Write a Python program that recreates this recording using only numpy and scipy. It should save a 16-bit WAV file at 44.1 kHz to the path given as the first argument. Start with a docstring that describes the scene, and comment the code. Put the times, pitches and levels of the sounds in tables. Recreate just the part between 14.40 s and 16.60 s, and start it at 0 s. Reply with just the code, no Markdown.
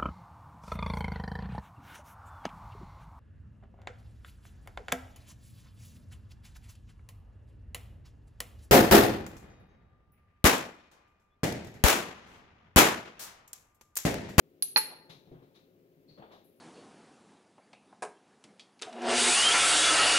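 """Teapot lid on a stone countertop

A teapot lid is put down close by: its glass knob clinks, the rim knocks and chatters, and the lid
rocks to rest. Soft footfalls, scuffs and small handling taps follow as someone turns away, over a low hum.
Clinks and knocks are short clicks plus decaying tones; rocking, steps and taps are shaped noise, and one
heel also booms in decaying tones. The kitchen adds reverberation to the lid; the hum is noise plus tones."""
import sys
import numpy as np
from scipy import signal
from scipy.fft import rfft, irfft
from scipy.io import wavfile

SR = 44100
rng = np.random.default_rng(int(sys.argv[2]) if len(sys.argv) > 2 else 0)


def waveform_to_disk(signal):
    """Save audio, clipped to [-1, 1], as 16-bit WAV at the path in sys.argv[1]."""
    frames = np.transpose(np.atleast_2d(signal))
    scaled = np.clip(frames, -1, 1) * 32767
    samples = np.round(scaled).astype(np.int16)
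    wavfile.write(sys.argv[1], SR, samples)


N = 97020  # length of the scene in samples
T = np.arange(N) / SR  # time [s]
HZ = np.fft.rfftfreq(2 * N, 1 / SR) + 1e-3  # frequency grid, nudged off zero so its log exists
NOISE_HZ = HZ[::2]  # coarser grid for sounds N samples long

LID_LAG_S, FAR_LAG_S = 0.00012, -.00029  # how far left arrives behind right
LID_PAN_DB, FAR_PAN_DB = 0.5, 3.5  # left minus right


def undb(db):
    """Turn decibels into gain."""
    return 10 ** (np.asarray(db) / 20)


def curve(points, hz=HZ):
    """Join (frequency, value) points by straight lines on a log-frequency axis."""
    p = np.array(points)
    return np.interp(np.log(hz), np.log(p[:, 0]), p[:, 1])


def pan(db):
    """Left and right gains that differ by this many decibels."""
    return undb(np.array([[db], [-db]]) / 2)


def fade(start, t60, rise):
    """Loudness that rises in a straight line, then loses 60 dB in every t60 seconds."""
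    age = np.maximum(T - start, 0)
    decay = undb(-60 * np.maximum(age - rise, 0) / t60)
    return np.minimum(age / rise, 1) * decay


def ports(lag):
    """Phase turns that delay the left channel against the right."""
    return np.exp(-1j * np.pi * HZ * lag * np.array([[1], [-1]]))


def noise(gain, lag):
    """Stereo noise of unit rms with a given spectrum, more alike in both channels in the bass."""
    size = len(NOISE_HZ)
    z = rng.standard_normal((3, size)) + 1j * rng.standard_normal((3, size))
    alike = .92 / (1 + (NOISE_HZ / 1801) ** 2)  # shared part of the power
    shared = np.sqrt(alike) * z[0] * ports(lag)[:, ::2]
    separate = np.sqrt(1 - alike) * z[1:]
    x = irfft(gain[::2] * (shared + separate), N)
    return x / np.std(x)


def rub(spectrum, strokes, lag):
    """Noise that swells and fades with each (time, level, rise, t60) stroke; their powers add."""
    power = sum((undb(db) * fade(s, t60, rise)) ** 2 for s, db, rise, t60 in strokes)
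    return noise(undb(curve(spectrum)), lag) * np.sqrt(power)


def click(points):
    """Spectrum of a unit-energy click: its energy comes as early as it can, then is faded fast."""
    # Folding the cepstrum forward in time makes the click start at once (minimum phase).
    cepstrum = irfft(np.log(undb(curve(points))))
    cepstrum[1:N] *= 2
    cepstrum[N + 1:] = 0
    click_t60_s = .004
    wave = irfft(np.exp(rfft(cepstrum)))[:N] * undb(-60 * T / click_t60_s)
    return rfft(wave / np.linalg.norm(wave), 2 * N)


def ring(modes):
    """Stereo spectrum of one second of decaying tones that build up while the surfaces touch."""
    contact_s = 0.00055
    t = T[:SR]
    onset = np.sin(np.pi / 2 * np.minimum(t / contact_s, 1)) ** 2
    tones = 0
    for hz, db, t60, side in modes:
        tones = tones + pan(side) * undb(db - 60 * t / t60) * np.sin(2 * np.pi * hz * t)
    return rfft(onset * tones, 2 * N)


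def strike(response, blows, lag=LID_LAG_S):
    """Play a response at each (time, level) blow."""
    force = np.zeros(2 * N)
    for s, db in blows:
        force[int(s * SR)] += undb(db)
    return irfft(response * rfft(force) * ports(lag))[:, :N]


def knob():
    """Glass hitting stone: a tick, high ringing tones and a short bright splash of noise."""
    # Knob on stone: (time [s], level [dB], level of the bright splash [dB])
    clinks = [(.2234, -0.5, -31.5), (.3697, -3.5, -28), (.3762, -0.5, -28.5), (.3835, -6.5, -37)]
    # Ringing of the knob: (frequency [Hz], amplitude against the clink [dB], t60 [s], left minus right [dB])
    knob_modes = [(890, -55, .1, 3), (1350, -48, .025, 3), (1780, -43, .03, 5), (2790, -41, .025, 8),
                  (4225, -27, .035, -7), (4850, -23, .012, 2), (5230, -30, .025, 0), (10700, -19, .045, -5),
                  (11150, -25, .025, 0), (11590, -23, .04, -3), (10695, -27, .14, -2), (10845, -31, .16, 0),
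                  (11540, -35, .16, 2), (12905, -40, .12, 6), (13730, -36, .11, 7), (14530, -36, .1, 6)]
    # Colour of the tick and splash: (frequency [Hz], relative level [dB])
    splash_colour = [(60, -40.5), (600, -22.5), (1800, -13.5), (3400, -9.5), (5200, -2), (6700, -12.5),
                     (7800, -17.5), (10000, -20.5), (10900, 5), (12200, -1.5), (14000, -1.5), (15500, -18)]
    tick_db, splash_t60_s, splash_pan_db = -9.5, .05, 11
    response = ring(knob_modes) + undb(tick_db) * click(splash_colour)
    clinking = strike(response, [(s, db) for s, db, _ in clinks])
    bursts = [(s, db, 1e-4, splash_t60_s) for s, _, db in clinks]
    return clinking + pan(splash_pan_db) * rub(splash_colour, bursts, LID_LAG_S)


def rim():
    """Each bounce of the rim cracks, shakes the counter as a burst of noise and rings the lid."""
    # Rim on stone: (time [s], crack level [dB], ring level [dB])
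    knocks = [(.3609, -4, 0.5), (.368, -3, -12), (.3729, -10.5, -13), (.378, -9.5, -19),
              (.3838, -12.5, -20)]
    # Ringing of the lid: (frequency [Hz], amplitude against the ring level [dB], t60 [s], left minus right [dB])
    rim_modes = [(881.4, -30, 0.24, 4), (990, -31.5, 0.076, 2.5), (1260, -43, .12, 2), (1643, -35, 0.16, 3),
                 (1888, -33.5, .13, 4), (1985, -36.5, .08, 10.5), (2422, -37.5, 0.098, 2),
                 (2518, -40.5, 0.076, 4.5), (4230, -28.5, .1, 5), (4268, -10.5, 0.034, -10.5)]
    # Colour of the crack and counter: (frequency [Hz], relative level [dB])
    crack_colour = [(30, -43.5), (70, -33.5), (150, -22), (300, -3.5), (700, -2), (1900, 3), (2600, 6.5),
                    (3400, -18), (5200, -16), (7500, -29.5), (10000, -33.5), (14000, -31), (16000, -46.5)]
    body_db, body_t60_s = -27, 0.093  # counter noise; its level is against the crack level
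    crack = strike(click(crack_colour), [(s, db) for s, db, _ in knocks])
    shakes = [(s, db, 1e-4, body_t60_s) for s, db, _ in knocks]
    body = undb(body_db) * rub(crack_colour, shakes, LID_LAG_S)
    ringing = strike(ring(rim_modes), [(s, db) for s, _, db in knocks])
    return pan(LID_PAN_DB) * (crack + body) + ringing


def rocking():
    """The lid rocks to rest: one soft swell of noise that fades."""
    # Rocking: (time [s], level [dB], rise [s], t60 [s])
    rocks = [(0.496, -50.5, 0.0306, 0.15)]
    # Colour of the rocking: (frequency [Hz], relative level [dB])
    rock_colour = [(100, -26), (300, -1.5), (600, 3.5), (900, 7.5), (1900, -11), (3000, -14), (7000, -26.5)]
    return pan(LID_PAN_DB) * rub(rock_colour, rocks, LID_LAG_S)


def steps():
    """Thuds of soft-edged noise, one firm heel that makes the floor boom, and soles that scuff."""
    # Footfalls: (time [s], level [dB], rise [s], t60 [s], upper edge [Hz])
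    footfalls = [(0.686, -56, 0.007, 0.56, 390), (.87, -55, 0.0052, 0.36, 346),
                 (0.913, -47.5, 0.0053, 0.31, 310), (1.019, -58, 0.0042, 0.26, 505),
                 (1.675, -59, 0.015, 0.51, 240), (1.767, -52, 0.031, 0.26, 505)]
    # Colour of the thuds before the upper edge: (frequency [Hz], relative level [dB])
    step_colour = [(40, -19), (90, -21.5), (145, -0.5), (220, -10), (350, -7.5), (600, -8), (1000, -13.5),
                   (3000, -7), (6000, -17)]
    # Floor tones under the heel: (frequency [Hz], amplitude [dB], t60 [s], left minus right [dB])
    boards = [(126.6, -53, 0.43, 4.5), (149, -48.5, 0.26, 0.5), (209, -62.5, 0.2, -6),
              (360.5, -50, 0.24, 1)]
    # Soles scuffing in the turn: (time [s], level [dB], rise [s], t60 [s])
    scuffs = [(0.921, -63, 0.028, 0.85), (1.771, -55.5, 0.011, 0.37), (1.82, -50.5, 0.0042, 0.34),
              (1.893, -54, 0.025, 0.41)]
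    # Colour of the scuffs: (frequency [Hz], relative level [dB])
    scuff_colour = [(60, -17.5), (200, -4), (400, -2.5), (650, 1.5), (1000, -4.5), (1600, -12.5),
                    (2500, -20), (3600, -17), (5000, -48), (9000, -56)]
    heel_s = .916
    floor = undb(curve(step_colour))
    thuds = 0
    for s, db, rise, t60, edge_hz in footfalls:
        dulled = floor / np.hypot(1, (HZ / edge_hz) ** 2)
        thuds = thuds + undb(db) * fade(s, t60, rise) * noise(dulled, FAR_LAG_S)
    boom = strike(ring(boards), [(heel_s, 0)], FAR_LAG_S)
    return boom + pan(FAR_PAN_DB) * (thuds + rub(scuff_colour, scuffs, FAR_LAG_S))


def handling():
    """Light taps are bursts of noise; faint clinks further off are narrow bands of noise."""
    # Handling taps: (time [s], level [dB], rise [s], t60 [s])
    taps = [(0.692, -52, 0.0094, 0.37), (.85, -74, 0.0093, 0.55), (.918, -74.5, 0.0074, 0.11),
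            (1.022, -76.5, .008, 0.54), (1.14, -63.5, 0.019, 0.39), (1.678, -71.5, 0.022, 0.59),
            (1.775, -71, .01, 0.14), (1.912, -62, 0.012, 0.45)]
    # Colour of the taps: (frequency [Hz], relative level [dB])
    tap_colour = [(200, -16), (900, 1.5), (1500, -6), (2400, -1.5), (3000, -3.5), (3850, 6), (4700, -4.5),
                  (6300, -10.5), (8500, -25), (11500, -12.5), (15000, -37)]
    # Faint clinks: (time [s], level [dB], centre [Hz], width at half amplitude [Hz], t60 [s])
    tinks = [(1.679, -64, 4350, 333, 0.67), (2.036, -69.5, 11600, 2170, .45),
             (2.151, -78.5, 10800, 2620, 0.49)]
    tap_pan_db, tink_rise_s = 6.5, 0.012
    sound = rub(tap_colour, taps, FAR_LAG_S)
    for s, db, hz, width, t60 in tinks:
        band = 1 / (1 + (2 * (HZ - hz) / width) ** 2)
        sound = sound + undb(db) * fade(s, t60, tink_rise_s) * noise(band, FAR_LAG_S)
    return pan(tap_pan_db) * sound


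def appliance():
    """A steady low rush of noise with a few steady motor tones."""
    # Colour of the rush: (frequency [Hz], relative level [dB])
    hum_colour = [(15, -51), (25, -26), (75, -19.5), (101, -9.5), (126, -13.5), (156, -4), (233, -9.5),
                  (281, -3), (322, -11), (359, -3), (421, -6.5), (495, -13), (614, -14.5), (871, -29),
                  (2360, -30.5), (8810, -44), (15500, -32.5)]
    # Motor tones: (frequency [Hz], rms level before panning [dB])
    motor_tones = [(160, -79), (272, -80.5), (350, -74), (414, -76), (530, -77.5)]
    rush_db, hum_pan_db = -64.5, 4
    hum = undb(rush_db) * noise(undb(curve(hum_colour)), FAR_LAG_S)
    for hz, db in motor_tones:
        # The square root of 2 turns rms into peak; each tone starts at a random phase.
        hum = hum + np.sqrt(2) * undb(db) * np.sin(2 * np.pi * (hz * T + rng.random()))
    return pan(hum_pan_db) * hum


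def kitchen(x):
    """Diffuse reverberation: noise fading at its own rate in each band, convolved with the sound."""
    # Decay of each band: (centre [Hz], t60 [s]); a negative t60 makes that band grow instead,
    # so its energy comes so late that it is hardly heard before the end
    room_t60 = [(150, 1), (1000, 0.86), (2500, 0.5046), (4300, .5), (7000, 0.28), (11000, 0.36),
                (15000, -0.2)]
    # Colour of the reverberation: (frequency [Hz], gain before panning [dB])
    room_colour = [(100, -10.5), (500, -7), (1000, -18), (2500, -10.5), (3500, -9), (4300, -11.5),
                   (5400, -12.5), (7000, -3.5), (9500, -14), (11000, -7.5), (14000, -10)]
    onset_s, room_pan_db = .008, 5
    wash = rfft(noise(np.ones(len(HZ)), FAR_LAG_S))
    tail = 0
    for k, (_, t60) in enumerate(room_t60):
        # A band is 1 at its own centre and slopes to 0 at its neighbours.
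        band = curve([(hz, float(j == k)) for j, (hz, _) in enumerate(room_t60)], NOISE_HZ)
        envelope = fade(0, t60, onset_s)
        tail = tail + irfft(wash * band, N) * envelope / np.linalg.norm(envelope)
    wet = irfft(rfft(x, 2 * N) * rfft(tail, 2 * N) * undb(curve(room_colour)))[:, :N]
    return pan(room_pan_db) * wet


def scene():
    """The lid with its treble cut at 14.7 kHz, its reverberation, the movements and the hum."""
    lid = knob() + rim() + rocking()
    lid = signal.sosfilt(signal.butter(12, 14700, fs=SR, output="sos"), lid)
    return lid + kitchen(lid) + steps() + handling() + appliance()


def record(dry):
    """The recorder cuts the top: a steep low-pass at 15.6 kHz."""
    return signal.sosfilt(signal.ellip(8, .2, 70, 15600, fs=SR, output="sos"), dry)


dry = scene()
out = record(dry)
waveform_to_disk(out)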